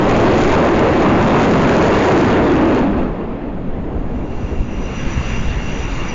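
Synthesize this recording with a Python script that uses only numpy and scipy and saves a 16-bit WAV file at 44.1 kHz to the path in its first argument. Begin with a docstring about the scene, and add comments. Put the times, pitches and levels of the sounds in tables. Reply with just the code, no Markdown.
"""Rocket engines fire on a distant outdoor test stand. Turbulent eddies in the exhaust roar, a howl wanders
within the roar, and shock waves crackle, so loudly that the microphone's input overloads and its gain
control holds the level down. After shutdown the roar rolls off over the plain and a deep rumble lingers.
A gas vent then swells up, hissing, and whistling at the resonances of its pipe and mouth."""
import sys
import numpy as np
from scipy import signal
from scipy.fft import rfft, irfft, next_fast_len
from scipy.io import wavfile
from scipy.ndimage import uniform_filter1d, map_coordinates

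SR = 44100
rng = np.random.default_rng(int(sys.argv[2]) if len(sys.argv) > 2 else 0)


def digitize_waveform(pressure):
    """Quantize a signal to 16-bit integers and store it at the path in sys.argv[1].

    Rows of a 2-D input are taken as channels; values are limited to [-1, 1].
    """
    field = np.atleast_2d(pressure).T
    bounded = np.clip(field, -1, 1)
    quanta = np.round(bounded * 32767).astype(np.int16)
    wavfile.write(sys.argv[1], SR, quanta)


N = 270774

# arriving strength of the jet, through shutdown and roll-off: (time [s], level re full thrust [dB])
JET_STRENGTH = [(0, -1.5), (.3, 0.1), (1.0, -0.5), (1.6, -0.15), (2.3, -0.6), (2.55, -2), (2.8, -3.5),
                (2.92, -9.5), (3.03, -11), (3.12, -15.5), (3.3, -18), (3.6, -21.5), (4.3, -23), (4.7, -26),
                (6.14, -28)]
# swings of the jet's treble beside its strength: (time [s], level [dB])
JET_TREBLE = [(0, -1.1), (.5, 1), (.7, -3), (1.4, 0), (2.2, 1.5), (2.4, -2.5), (2.7, -1.5), (2.82, -2),
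              (2.9, -2.5), (3.0, 3), (3.1, 3), (4.2, 2)]
# rumble of the exhaust cloud: (time [s], level [dB])
RUMBLE_LEVEL = [(0, -16.5), (1, -22), (1.5, -21.5), (2.5, -25), (2.9, -20.5), (3.15, -28), (3.6, -29.5),
                (4.0, -26.5), (4.5, -25), (4.8, -28), (5.1, -25.5), (5.45, -25.5), (5.8, -29), (6.14, -29)]
# strongest shock waves: (time [s], relative level [dB])
STRONG_SHOCKS = [(0.0428, -26), (0.0932, -22), (0.0974, -21), (0.1121, -18), (0.164, -19), (0.1774, -25),
                 (0.2024, -23), (0.2104, -23), (0.3805, -20), (0.3934, -24), (0.4054, -26), (0.414, -17),
                 (0.4369, -18), (0.4454, -19), (0.4774, -22), (0.5247, -20), (0.5404, -21), (0.6709, -24),
                 (0.7622, -26), (0.7926, -19), (1.0224, -23), (1.2266, -22), (1.3957, -25), (1.4197, -20),
                 (1.4304, -21), (1.4444, -21), (1.511, -22), (1.5359, -22), (1.5793, -25), (1.6945, -19),
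                 (1.7204, -26), (1.7669, -21), (1.8103, -24), (1.8243, -20), (1.8464, -26), (1.8657, -24),
                 (1.8826, -22), (1.9594, -25), (2.0467, -22), (2.0564, -23), (2.0862, -21), (2.1214, -21),
                 (2.177, -20), (2.2124, -21), (2.3022, -24), (2.3286, -24), (2.5194, -25), (2.5554, -27),
                 (2.7477, -25), (2.7911, -28)]


def amp(db):
    """Amplitude ratio of a level in decibels."""
    return 10 ** (np.asarray(db) / 20)


def unit(x):
    """Normalisation to rms 1."""
    return x / np.sqrt(np.mean(x ** 2) + 1e-20)


def colour(points):
    """Frequency response through (frequency [Hz], level [dB]) points on a logarithmic axis."""
    f, db = np.transpose(points)
    return lambda hz: amp(np.interp(np.log(hz + .1), np.log(f), db, left=-120))


def resonant(modes):
    """Superposed resonances with steep skirts, from (frequency [Hz], width [Hz], level [dB])."""
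    return lambda f: sum(amp(db) * (f * w / np.hypot(c * c - f * f, f * w)) ** 2 for c, w, db in modes)


def curves(rows):
    """Linear interpolation: one value per sample for each column after the time."""
    times, *columns = np.transpose(rows)
    return [np.interp(np.arange(N) / SR, times, column) for column in columns]


def wobble(rate):
    """Smooth random modulation with `rate` knots a second."""
    return map_coordinates(rng.standard_normal(int(N * rate / SR) + 4), [np.arange(N) * rate / SR])


def filtered(x, response):
    """Linear filtering: the spectrum times a frequency response."""
    size = next_fast_len(N + SR)
    return irfft(rfft(x, size) * response(np.fft.rfftfreq(size, 1 / SR)), size)[..., :N]


def rush(response, patchy_db=0):
    """Coloured noise of rms 1, its level varying in random patches of time and frequency."""
    spectra = signal.stft(rng.standard_normal(N + 512), nperseg=512)[2]
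    patches = uniform_filter1d(uniform_filter1d(rng.standard_normal(spectra.shape), 6, 0), 12, 1)
    noise = signal.istft(spectra * amp(patchy_db * unit(patches)), nperseg=512)[1][:N]
    return unit(filtered(noise, response))


def power_law(drive_db, full_db, slope, floor_db):
    """Level [dB] that moves by `slope` dB per dB of its drive, summed in power with a floor."""
    return 20 * np.log10(np.hypot(amp(full_db + slope * drive_db), amp(floor_db)))


def vent():
    """Escaping gas hisses broadly; resonance in the pipe and mouth narrows the noise to whistles."""
    # gas flow: (time [s], level re wide open [dB])
    flow = [(3.7, -47), (4.1, -17), (4.4, -8), (4.7, -8), (4.9, -3), (5.1, 1.1), (5.35, 1), (5.55, -1),
            (5.7, 0), (6.14, -1.1)]
    # surges of the whistles: (time [s], rise in the pipe [dB], rise at the mouth [dB])
    puffs = [(4.73, 4, 7), (4.84, 0, 7.5), (4.98, 3.5, 6.5), (5.15, -6, 2.5), (5.34, 4.5, 3.5),
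             (5.4, -2, 2.5), (5.54, 1.5, 2), (5.6, 1.5, 0), (5.68, 6, 3), (5.79, -5, 4), (5.87, 4, 2.5),
             (5.93, -6, -1), (6.01, 6, -2), (6.1, -0.5, 7.5)]
    # spectrum of the hiss: (frequency [Hz], relative level [dB])
    hiss_spectrum = [(250, -32.5), (600, -14.5), (900, -0.5), (1400, -5), (2200, -4.5), (3100, -9.5),
                     (4200, -14), (5500, -16.5), (7000, -15), (9000, -20)]
    # resonances of pipe and mouth: (frequency [Hz], width [Hz], relative level [dB])
    pipe_modes = [(2770, 190, 6.5), (850, 89, -3.5), (2110, 120, -7.5)]
    mouth_modes = [(5897, 170, -4), (4780, 170, -17)]
    t, puff_s = np.arange(N) / SR, .03
    flow_db, = curves(flow)
    pipe_db, mouth_db = sum(np.outer(db, np.exp(-((t - at) / puff_s) ** 2)) for at, *db in puffs)
    pipe_db += power_law(flow_db, -46.5, 0.92, -98.5)
    mouth_db += power_law(flow_db, -48, 1.3, -93)
    hiss_db = power_law(flow_db, -37.5, 1.07, -97.5)
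    hiss = amp(hiss_db + 0.17 * wobble(13)) * rush(colour(hiss_spectrum), patchy_db=1.84)
    pipe = amp(pipe_db + 1.7 * wobble(25)) * rush(resonant(pipe_modes))
    mouth = amp(mouth_db + 1.4 * wobble(45)) * rush(resonant(mouth_modes))
    return hiss + pipe + mouth


def rumble():
    """Low-frequency pressure waves roll in from the cloud; short wave packets are heard as dull thuds."""
    # spectrum of the rumble: (frequency [Hz], relative level [dB])
    spectrum = [(1, -30), (4, -7), (11, -7), (25, -12), (55, -14), (110, -26), (300, -65)]
    # thuds: (time [s], frequency [Hz], peak level [dB], half-width [s])
    packets = [(2.922, 50, -17.5, .02), (2.985, 63, -14, 0.017), (3.113, 35, -18, .02),
               (3.7, 16, -14, 0.018), (3.967, 75, -22, 0.014), (3.999, 27, -15.5, .025),
               (4.167, 61, -20.5, .016), (4.446, 80, -20.5, .015), (4.531, 70, -21.5, 0.017),
               (4.596, 22, -17.5, 0.034), (5.186, 68, -21.5, 0.034), (5.365, 14, -28, 0.03),
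               (5.581, 45, -21, 0.022), (5.923, 38, -25.5, 0.03)]
    t = np.arange(N) / SR
    thuds = sum(-amp(db) * np.exp(-((t - at) / width) ** 2) * np.cos(2 * np.pi * hz * (t - at))
                for at, hz, db, width in packets)
    return amp(curves(RUMBLE_LEVEL)[0]) * rush(colour(spectrum), patchy_db=1.3) + thuds


def howl():
    """Narrow-band noise has a pitch: it wanders inside the roar, comes in bursts and sinks at shutdown."""
    # course of the howl: (time [s], centre frequency [Hz], prominence [dB])
    course = [(0, 344.7, -2.5), (.4, 299.4, -11.5), (.95, 299.4, -6), (1.05, 220.7, -0.5), (1.3, 215.2, -1),
              (1.45, 225, 0), (1.75, 225.1, 0), (1.95, 300.7, -11), (2.2, 308.8, -0.5), (2.37, 250, 1),
              (2.5, 321.1, 3), (2.65, 291, 8), (2.77, 299.6, 1.5), (2.87, 230, 2), (3.0, 216.6, 7.5),
              (3.12, 215, -1), (3.5, 225.2, 3.5), (6.14, 244, -4)]
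    centre_hz, prominence_db = curves(course)
    phase = 2 * np.pi * np.cumsum(centre_hz * (1 + .04 * wobble(9))) / SR
    level_db = power_law(curves(JET_STRENGTH)[0], -13.5, 0.94, -66) + prominence_db + 1.5 * wobble(14)
    band = wobble(145) * np.cos(phase) + wobble(145) * np.sin(phase)
    return amp(level_db) * unit(band)


def shock_front(rise_s, fall_s):
    """A shock wave: a sudden pressure jump that relaxes through zero."""
    t = np.arange(SR // 50) / SR
    return (1 - np.exp(-t / rise_s)) * (1 - t / fall_s) * np.exp(-t / fall_s)


def crackle():
    """Small shocks arrive as a Poisson process over a ragged fizz; both surge around each strong shock."""
    # spectrum of the plume's edge: (frequency [Hz], relative level [dB])
    fizz_spectrum = [(1500, -38), (3000, -7), (4500, 0), (6000, -2.5), (9000, -2)]
    t, surge_s, shocks_per_s = np.arange(N) / SR, 0.022, 260
    surge_db = 1.4 * sum(np.exp(-((t - at) / surge_s) ** 2) for at, _ in STRONG_SHOCKS)
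    tearing_db = power_law(curves(JET_STRENGTH)[0], -19, 2.2, -76) + curves(JET_TREBLE)[0] + surge_db
    arrivals = rng.random(N) < shocks_per_s / SR
    sizes = amp(np.minimum(3.0 * rng.exponential(size=N), 9) + 7.5)
    shocks = signal.fftconvolve(arrivals * sizes, shock_front(rise_s=.00006, fall_s=.00041))[:N]
    fizz_db = -9.0 + 0.32 * wobble(6.5) + 1.1 * wobble(110)
    fizz = amp(fizz_db) * rush(colour(fizz_spectrum), patchy_db=0.5)
    fierceness = amp(3.0 * np.minimum(tearing_db + 28, 0))  # a weak jet no longer forms shocks
    return amp(tearing_db) * (fierceness * shocks + fizz)


def cracks(pressure):
    """Each strong shock throws the pressure against its swing with a bright snap; a weaker one follows."""
    jump_s, ring_s, ring_hz, start_pressure = .00007, .0003, 6400, .16
    t, cracked = np.arange(-40, 41) / SR, pressure.copy()
    window = np.exp(-(t / ring_s) ** 2)
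    snap = np.exp(-(t / jump_s) ** 2) + amp(-13.5) * window * np.cos(2 * np.pi * ring_hz * t)
    for at, db in STRONG_SHOCKS:
        after_crack = (rng.uniform(.0016, .0036), -8.5 - 4 * rng.random())
        for delay_s, offset_db in ((.001, 0), after_crack):
            centre = round((at + delay_s) * SR)
            near, side = slice(centre - 40, centre + 41), np.sign(cracked[centre])
            pull = window * (side * start_pressure - cracked[near])
            cracked[near] += pull - side * amp(db + 12 + offset_db) * snap
    return cracked


def exhaust():
    """Turbulent mixing noise: eddies of three sizes radiate, each by its own power law of jet strength."""
    # spectra of large, middle and fine eddies: (frequency [Hz], relative level [dB])
    boom_spectrum = [(40, -18), (70, 0.5), (120, 3.5), (200, 0.5), (260, -4.5), (500, -71.5)]
    roar_spectrum = [(90, -29.5), (170, -6.5), (240, -3.5), (340, -0.5), (560, -6), (900, -12), (1500, -23),
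                     (3000, -31.5), (4900, -45.5), (5800, -55.5), (9000, -72)]
    rasp_spectrum = [(400, -26), (1000, -1.5), (2000, -13.5), (3500, -21), (4800, -24.5), (5700, -36.5),
                     (9000, -48.5)]
    jet_db, = curves(JET_STRENGTH)
    rolling = amp(curves(RUMBLE_LEVEL)[0] - 5.5)  # large eddies keep rolling with the cloud
    boom_gain = np.hypot(amp(power_law(jet_db, -16.5, 1.5, -44)), rolling)
    boom = boom_gain * rush(colour(boom_spectrum), patchy_db=0.74)
    roar = amp(power_law(jet_db, -8.5, 1.012, -62)) * rush(colour(roar_spectrum), patchy_db=1.24)
    rasp_db = power_law(jet_db, -20, 1.7, -57.5) + curves(JET_TREBLE)[0] + 0.91 * wobble(60)
    rasp = amp(rasp_db) * rush(colour(rasp_spectrum), patchy_db=4.0)
    return boom + roar + rasp


def scene():
    """Superposition of all sources in one channel, broken by the strong shocks."""
    return cracks(exhaust() + howl() + crackle() + rumble() + vent())[None]


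def overload(x):
    """Asymmetric saturation: the input stage flattens the upward swing earlier than the downward."""
    limit, hardness = np.where(x > 0, .27, .36), 6.1
    clipped = x / (1 + np.abs(x / limit) ** hardness) ** (1 / hardness)
    edges = x - uniform_filter1d(x, size=15)
    return clipped + 0.058 * x + 0.14 * edges  # a little slope stays; fast edges ride over the flat tops


def gain_control(x, loud_db=-12, share=0.69, averaging_s=.8):
    """Compression: the gain creeps up by a share of the mean power's drop below the loud level."""
    decay = np.exp(-1 / (averaging_s * SR))
    power = signal.lfilter([1 - decay], [1, -decay], x ** 2, zi=[[amp(2 * loud_db)]])[0]
    return x * amp(share * np.maximum(loud_db - 10 * np.log10(power), 0))


def record(dry):
    """Signal chain: overload, high-pass coupling, gain control, microphone response and band limit."""
    # microphone response: (frequency [Hz], gain [dB])
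    microphone = [(.5, 0), (2860, -0.5), (2940, -5.5), (3150, -3.5), (5600, -8), (6800, -5), (7200, -7),
                  (7600, -28), (7800, -64), (8300, -69.5)]
    coupling_hz, top_hz, skirt_hz = 5, 8333, 400
    coupled = filtered(overload(dry), lambda hz: 1j * hz / (coupling_hz + 1j * hz))
    coloured = filtered(gain_control(coupled), colour(microphone))
    return filtered(coloured, lambda hz: np.clip((top_hz - hz) / skirt_hz, 0, 1) ** 2)


dry = scene()
out = record(dry)
digitize_waveform(out)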